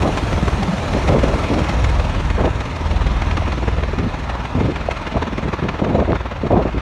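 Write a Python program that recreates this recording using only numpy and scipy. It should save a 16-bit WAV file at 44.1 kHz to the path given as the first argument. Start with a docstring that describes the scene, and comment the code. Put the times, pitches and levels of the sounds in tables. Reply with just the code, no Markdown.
"""A tiltrotor aircraft flying slowly away over an airfield, heard from one microphone on a windy day.
Each blade pass is a swish in the roar of rotors and turbines, one blade in three slapping harder,
over the deep throb of two rotors beating. The air swallows more treble as the distance grows.
Close up, gusts buffet and pop on the microphone, with a light rumble of breeze between them."""
import sys
import numpy as np
from scipy import signal
from scipy.fft import rfft, irfft, next_fast_len
from scipy.io import wavfile
from scipy.ndimage import uniform_filter1d, minimum_filter1d

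SR = 44100
rng = np.random.default_rng(int(sys.argv[2]) if len(sys.argv) > 2 else 0)


def store_wav(level_fs):
    """Save 16-bit WAV to argv[1]."""
    pcm = np.round(np.clip(np.atleast_2d(level_fs), -1, 1) * 32767)
    wavfile.write(sys.argv[1], SR, pcm.T.astype(np.int16))


N = 300321
TIME = np.arange(N) / SR
HOP = 256
FRAME_TIME = np.arange(N // HOP + 5) * HOP / SR
BIN_HZ = np.fft.rfftfreq(4 * HOP, 1 / SR)

BLADE_HZ, DOPPLER_SAG_HZ_PER_S, FIRST_PASS_S = 19.895, .104, .0277
BEAT_HZ, BEAT_RISE_HZ_PER_S = .48, .016  # between the two rotors' blade rates
START_DISTANCE, DISTANCE_PER_S = 0.76, .33  # relative distance from the microphone

# Levels are relative within each table.
# Rotor and turbine roar, before the air shapes it: (frequency [Hz], level [dB])
ROAR_SPECTRUM = [(20, -24), (45, 23), (100, 16.5), (180, 8.5), (290, 9), (480, 5), (680, 7), (1200, 4),
                 (1700, -1.5), (2500, -2.5), (4000, -9), (6300, -15.5), (9500, -26), (15000, -47.5)]
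# How loud the rotors arrive and how deeply they swish: (time [s], level [dB], depth [factor])
ROTOR_CURVE = [(0, -34, 0.51), (.7, -34.5, 0.17), (1.0, -32, 0.54), (1.7, -32, 0.66), (2.55, -36, 0.78),
               (3.35, -33.5, 0.51), (3.7, -35.5, 0.41), (4.2, -35.5, 0.56), (5.0, -33, 1.6),
               (5.6, -34, 1.5), (6.3, -36, 0.66), (6.81, -35, .85)]
# The hardest blade slaps: (time [s], level [dB], length [s], treble [dB])
HARD_SLAPS = [(0.021, -29, .0029, 3), (0.175, -26.5, .0033, 1), (.632, -27, .0043, 2),
              (1.078, -27.5, .0056, 0), (1.238, -27, 0.005, 1), (1.846, -21, .0035, -1),
              (2.303, -30.5, .0035, 4), (2.608, -30, .0042, 3), (2.766, -30, 0.0057, 0),
              (3.221, -27, .007, -2), (3.313, -19.5, 0.0046, -7), (3.373, -23, 0.0064, -1),
              (3.524, -26, 0.0064, 0), (3.987, -28, .0034, 1), (4.76, -26.5, .0036, 0),
              (4.913, -26, 0.0055, 3), (5.69, -17.5, 0.0054, -7), (6.121, -21, 0.0013, -4)]
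# Blades chopping through their own wake: (time [s], level [dB], brightness [dB])
CHOP_CURVE = [(0, -42, 0), (.4, -17.5, -4.5), (.9, -30.5, -6), (1.3, -28, 15), (2.2, -29, 6),
              (2.7, -41, -5), (3.1, -29, -7), (3.35, -25.5, -2), (3.7, -20.5, 1), (4.2, -32.5, 3),
              (4.9, -33.5, 1), (5.3, -20.5, -7), (6.2, -26, 11.5), (6.81, -29.5, -7)]
# The dull puff of a blade in the wake: (frequency [Hz], level [dB])
CHOP_SPECTRUM = [(20, -23), (100, 0.5), (200, 1.5), (330, 1.5), (600, -5.5), (1100, -10), (1800, -16.5),
                 (3500, -28), (9000, -71)]
# Strength of the blades' pressure pulses: (time [s], level [dB])
THROB_CURVE = [(0, -33), (.45, -27), (.7, -33.5), (1.05, -26), (1.55, -29), (1.85, -21), (2.65, -26.5),
               (2.95, -21.5), (3.85, -24.5), (4.2, -33.5), (4.6, -28.5), (5.0, -35), (5.7, -37),
               (6.15, -27.5), (6.81, -31)]
# The throb's strong low harmonics: (blade rate multiple [factor], level [dB], beat phase [cycles])
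THROB_HARMONICS = [(2, -0.5, 0.83), (3, 1, 0.34), (4, -1.5, 0.17)]
# Gusts on the microphone: (start [s], length [s], level [dB], fade [dB], relative brightness [dB])
MIC_GUSTS = [(.02, .075, -20.5, -1, -3.5), (0.944, 0.036, -14.5, 9.5, -9), (1.03, .025, -29, 2, -4),
             (1.085, 0.097, -17.5, -2, -3.5), (1.235, 0.12, -15, 14, -9), (1.495, 0.16, -17, 8.5, -9),
             (2.376, 0.1, -20.5, -0.5, -3.5), (3.98, 0.099, -18.5, 3, -23), (4.551, 0.17, -16.5, 4, -10.5),
             (5.143, 0.025, -19.5, -2, -3.5), (5.444, 0.042, -21, -1.5, -33), (5.623, 0.047, -16.5, 6, -12),
             (5.816, .03, -17.5, 3.5, -5.5), (5.861, 0.17, -21.5, -4, -5), (6.073, 0.055, -22.5, -7, -4.5),
             (6.434, 0.032, -13.5, 8, -12), (6.504, 0.12, -12.5, 8.5, -3), (6.653, 0.027, -18.5, 6.5, -2),
             (6.742, 0.032, -17.5, 0, -28)]
# Turbulence at the microphone port: (frequency [Hz], level [dB])
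WIND_SPECTRUM = [(20, -25), (55, 1), (110, 1), (220, 0), (330, -3), (620, -6), (800, -12.5), (1100, -19),
                 (1900, -47), (4000, -61), (9000, -75)]
# The strongest thumps from passing blades and pops from eddies on the microphone: (time [s], level [dB], pitch
# [Hz], length [s])
THUMPS_AND_POPS = [(.434, -3, 140, 0.0035), (.632, -13, 744, .002), (.61, -13, 195, .016), (.695, -9, 178, .016),
                   (.735, -12.5, 198, 0.013), (1.125, -16, 726, .003), (1.152, -6, 475, 0.0037),
                   (1.239, -7, 546, 0.0056), (1.339, -10, 640, .0026), (2.398, -26, 445, 0.0054),
                   (2.817, -16, 333, 0.0028), (3.423, -15, 695, 0.004), (3.937, -15, 414, 0.0053),
                   (4.889, -2.5, 617, 0.0017), (5.16, -7, 239, 0.0042), (5.822, -9, 220, 0.0046),
                   (5.955, -10, 486, .0045), (6.027, -7, 590, .0024), (6.126, -10, 121, 0.0093),
                   (6.132, -2, 950, .00049), (6.532, -7, 546, .0069), (6.576, -4, 198, 0.0057),
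                   (6.667, -21, 800, .0024)]
# Narrow dips in the microphone's response: (frequency [Hz], width [Hz], gain [dB])
MIC_DIPS = [(1410, 83, -1.5), (3050, 280, -2), (4910, 380, -4.5), (7740, 520, -3), (10470, 300, -5.5)]


def roar(swishes, level_db=-0.5, low_swish=0.91, high_swish=1.68, flutter_db=0.58, fade_db=-0.03):
    """Turbine and wake noise from afar, swelling with each blade pass, most deeply in the treble."""
    air = through_air()
    rotor_db, swish_depth = follow(ROTOR_CURVE)
    low = lowpass(air, hz=2000)
    out = np.zeros(N)
    for band, depth in ((low, low_swish), (air - low, high_swish)):
        power = 1 + depth * swish_depth * swishes
        pulsing = np.sqrt(power / uniform_filter1d(power, size=13500))
        out += band * pulsing * amp(fade_db * wander(5.2))
    return out * amp(level_db + rotor_db + flutter_db * wander(160))


def through_air(patchy_db=1.5, treble_loss_db=8.0, body_db=1.5, body_loss_db=4.5, swell_db=3.5):
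    """Rotor noise after crossing turbulent air: patchy, losing treble and low body with distance."""
    t = FRAME_TIME[:, None]
    further = START_DISTANCE + DISTANCE_PER_S * t - 1
    patches = rng.standard_normal((len(FRAME_TIME), len(BIN_HZ)))
    patches = unit(uniform_filter1d(uniform_filter1d(patches, size=14, axis=0), size=7, axis=1))
    absorbed = treble_loss_db * further * (BIN_HZ / 10000) ** 1.02
    body = (body_db - body_loss_db * further) / (1 + (BIN_HZ / 800) ** 4)
    # the mid-range swells once, briefly
    swell = swell_db * np.exp(-((t - 4.37) / 0.19) ** 2 - (np.log((BIN_HZ + 1) / 900) / 0.7) ** 2)
    level_db = spectrum_db(ROAR_SPECTRUM, BIN_HZ) - absorbed + swell + body + patchy_db * patches
    air = moving_noise(amp(level_db))
    return air / np.std(colour(air, lambda f: (f > 1500) & (f < 4000)))


def blade_passes():
    """Blades passed so far; their rate sinks as the aircraft turns away (Doppler)."""
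    return BLADE_HZ * (TIME - FIRST_PASS_S) - DOPPLER_SAG_HZ_PER_S * TIME ** 2 / 2


def nearest_blade():
    """The number of the nearest blade pass, and the time since it in s."""
    passes = blade_passes()
    blade = np.round(passes).astype(int)
    return blade, (passes - blade) / BLADE_HZ


def blade_swishes(width_s=0.0074, strength=1.02, leading_gain=1.35, uneven_db=1.75, jitter_s=0.0013):
    """Swish power: a bump per pass, rising faster than it falls, the leading blade of three strongest."""
    blade, since = nearest_blade()
    size, slip = rng.standard_normal((blade.max() + 2, 2)).T
    since = since - jitter_s * slip[blade]
    skew = np.where(since > 0, 1.15, 1 / 1.15)
    bump = np.exp(-(since / (width_s * skew)) ** 2)
    gain = strength * np.where(blade % 3 == 0, leading_gain, 1) * amp(uneven_db * size[blade])
    return gain ** 2 * bump


def blade_slaps(level_db=1.0, usual_db=3.0, uneven_db=2.0, usual_length_s=.0045, bite_db=3.0):
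    """Once a turn the leading blade cuts a tip vortex: a short, bright burst; some are much harder."""
    def burst(since, length):
        width = length * np.where(since < 0, 0.6, 1)
        return np.exp(-np.minimum(abs(since) / width, 20) ** 1.6)

    def crack_band(f, low_hz=1300, top_hz=7500, bite_hz=2200):
        bite = amp(bite_db * np.exp(-(np.log((f + 1) / bite_hz) / 0.2) ** 2))
        return f / np.hypot(f, low_hz) / np.hypot(1, f / top_hz) * bite

    blade, since = nearest_blade()
    size = rng.standard_normal(blade.max() + 2)
    gain = amp(follow(ROTOR_CURVE)[0] + usual_db + uneven_db * size[blade])
    body = treble = (blade % 3 == 0) * gain * burst(since, usual_length_s)
    for time, db, length, treble_db in HARD_SLAPS:
        hard = amp(db) * burst(TIME - time, length)
        body = np.maximum(body, hard)
        treble = np.maximum(treble, hard * amp(treble_db))
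    crack = colour(through_air(), crack_band)
    low = lowpass(crack, hz=3000, slope=6)
    return amp(level_db) * (body * low + treble * (crack - low))


def wake_chop(swishes, level_db=-4.5, sharpness=0.66):
    """Each blade meets the wake with a dull puff."""
    air = steady_noise(CHOP_SPECTRUM)
    low = lowpass(air, hz=350)
    chop_db, bright_db = follow(CHOP_CURVE)
    puffs = (low + amp(bright_db) * (air - low)) * swishes ** sharpness
    puffs /= np.sqrt(uniform_filter1d(puffs ** 2, size=6750))
    return puffs * amp(level_db + chop_db)


def throb(level_db=-2.0, second_rotor=0.81, upper_db=-10, fall_db=2.0, waver_db=2.5):
    """Both rotors' pressure pulses, beating: three strong low harmonics and wavering weaker ones."""
    passes = blade_passes()
    beats = BEAT_HZ * TIME + BEAT_RISE_HZ_PER_S * TIME ** 2 / 2

    def rotor_pair(k, beat_phase, drift):
        angle = 2 * np.pi * (k * passes + drift)
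        return np.cos(angle) + second_rotor * np.cos(angle + 2 * np.pi * (k * beats + beat_phase))

    out = np.zeros(N)
    for k, db, beat_phase in THROB_HARMONICS:
        out += amp(db) * rotor_pair(k, beat_phase, drift=0.03 * wander(3.3))
    for step, k in enumerate(range(5, 12)):
        gain = amp(upper_db - fall_db * step + waver_db * wander(2.8))
        out += gain * rotor_pair(k, rng.random(), drift=0.16 * wander(2.75))
    return np.sqrt(2) * amp(level_db + follow(THROB_CURVE)[0]) * out


def near_echo(x, strength=0.13, delay_s=.00261):
    """A short reflection beside the microphone carves shallow, evenly spaced dips."""
    return colour(x, lambda f: 1 - strength * np.exp(-2j * np.pi * f * delay_s))


def gusts(level_db=2.5, lumpy_db=2.5, ragged_db=2.0, treble_db=6, attack_s=0.0037, release_s=0.012):
    """Turbulence right at the microphone: each gust hits, holds and lets go; faster air is brighter."""
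    eddies = unit(steady_noise(WIND_SPECTRUM)) * amp(lumpy_db * wander(47))
    eddies /= np.sqrt(uniform_filter1d(eddies ** 2, size=2600))
    low = lowpass(eddies, hz=400)
    high = (eddies - low) * unit(amp(ragged_db * wander(110)))
    out = np.zeros(N)
    for start, length, db, fade_db, bright_db in MIC_GUSTS:
        t = TIME - start
        attack = np.clip(t / attack_s + .5, 0, 1)
        hold = amp(db - fade_db * np.clip(t / length, 0, 1))
        release = np.exp(-np.clip((t - length) / release_s, 0, 20))
        out += attack * hold * release * (low + amp(bright_db + treble_db) * high)
    return amp(level_db) * out


def thumps_and_pops(level_db=-2, small_count=16, small_db=-17, small_hz=430, small_length_s=0.0037):
    """Short thumps from passing blades and wind, falling in pitch; small pops come at random in the gusts."""
    small = []
    for which, when, pitch in rng.random((small_count, 3)):
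        start, length = MIC_GUSTS[int(which * len(MIC_GUSTS))][:2]
        octaves = 0.63 * (2 * pitch - 1)
        small.append((start + when * length, small_db, small_hz * 2 ** octaves, small_length_s))
    out = np.zeros(N)
    for time, db, hz, length in small + list(THUMPS_AND_POPS):
        near = abs(TIME - time) < 3 * length
        age = (TIME[near] - time) / length
        cycles = hz * length * (age - .05 * age ** 2) + rng.random()
        out[near] += amp(db) * np.exp(-age ** 2) * np.cos(2 * np.pi * cycles)
    return amp(level_db) * out


def port_rasp(time_s=2.43, half_length_s=0.069, level_db=-27, centre_hz=1200, lumpy_db=3):
    """The fastest gust scrapes across the edge of the microphone port."""
    hiss = colour(rng.standard_normal(N), lambda f: f / centre_hz / (1 + (f / centre_hz) ** 4))
    gate = np.exp(-np.minimum(abs(TIME - time_s) / half_length_s, 10) ** 4)
    return amp(level_db) * unit(hiss * amp(lumpy_db * wander(88))) * gate


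def breeze(level_db=-37, lumpy_db=8.0):
    """A light rumble of wind on the microphone, heard between the gusts."""
    rumble = lowpass(steady_noise(WIND_SPECTRUM), hz=330)
    return amp(level_db) * unit(rumble * amp(lumpy_db * wander(23)))


def amp(db):
    """Decibels to gain."""
    return 10 ** (np.asarray(db) / 20)


def unit(x):
    """Scales to rms 1."""
    return x / np.sqrt(np.mean(x ** 2) + 1e-20)


def follow(curve):
    """The columns of a curve at every sample."""
    times, *columns = np.transpose(curve)
    return [np.interp(TIME, times, column) for column in columns]


def spectrum_db(spectrum, hz):
    """A spectrum's level at hz, interpolated on a log-frequency axis."""
    f, db = np.transpose(spectrum)
    return np.interp(np.log(hz + 1), np.log(f + 1), db)


def colour(x, gain):
    """Filters x by a gain given as a function of frequency."""
    size = next_fast_len(N + SR // 2, True)
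    return irfft(rfft(x, size) * gain(np.fft.rfftfreq(size, 1 / SR)), size)[:N]


def lowpass(x, hz, slope=4):
    """The part of x below hz."""
    return colour(x, lambda f: 1 / (1 + (f / hz) ** slope))


def wander(rate_hz):
    """A smooth random drift of rms 1."""
    return unit(colour(rng.standard_normal(N), lambda f: np.exp(-(f / rate_hz) ** 2)))


def steady_noise(spectrum):
    """Noise with the given spectrum."""
    return colour(rng.standard_normal(N), lambda f: amp(spectrum_db(spectrum, f)))


def moving_noise(magnitude):
    """Noise whose short-time spectrum follows a frames x bins magnitude."""
    white = rng.standard_normal(magnitude.shape) + 1j * rng.standard_normal(magnitude.shape)
    return signal.istft((white * magnitude).T, nperseg=4 * HOP, noverlap=3 * HOP)[1][:N]


def scene():
    """The aircraft out over the airfield and the wind right on the microphone, in mono."""
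    swishes = blade_swishes()
    aircraft = near_echo(roar(swishes) + wake_chop(swishes) + blade_slaps()) + throb()
    wind = gusts() + port_rasp() + thumps_and_pops() + breeze()
    return (aircraft + wind)[None]


def record(dry, hiss_db=-69.5, ceiling=0.69, low_cut_hz=34, top_hz=15700):
    """The microphone chain: response dips, bass cut, a quick limiter, hiss, then the band limit."""
    def response(f):
        return amp(sum(db * np.exp(-((f - hz) / width) ** 2) for hz, width, db in MIC_DIPS))

    x = colour(dry[0], response)
    x = x - lowpass(x, low_cut_hz, slope=8)
    headroom = np.minimum(1, ceiling / (abs(x) + 1e-9))
    limiter = uniform_filter1d(minimum_filter1d(headroom, size=401), size=401)
    x = x * limiter + amp(hiss_db) * rng.standard_normal(N)
    x = x * signal.windows.tukey(N, .0006)
    band_limit = signal.firwin(511, top_hz, window=("kaiser", 9), fs=SR)
    return signal.oaconvolve(x, band_limit, "same")[None]


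dry = scene()
out = record(dry)
store_wav(out)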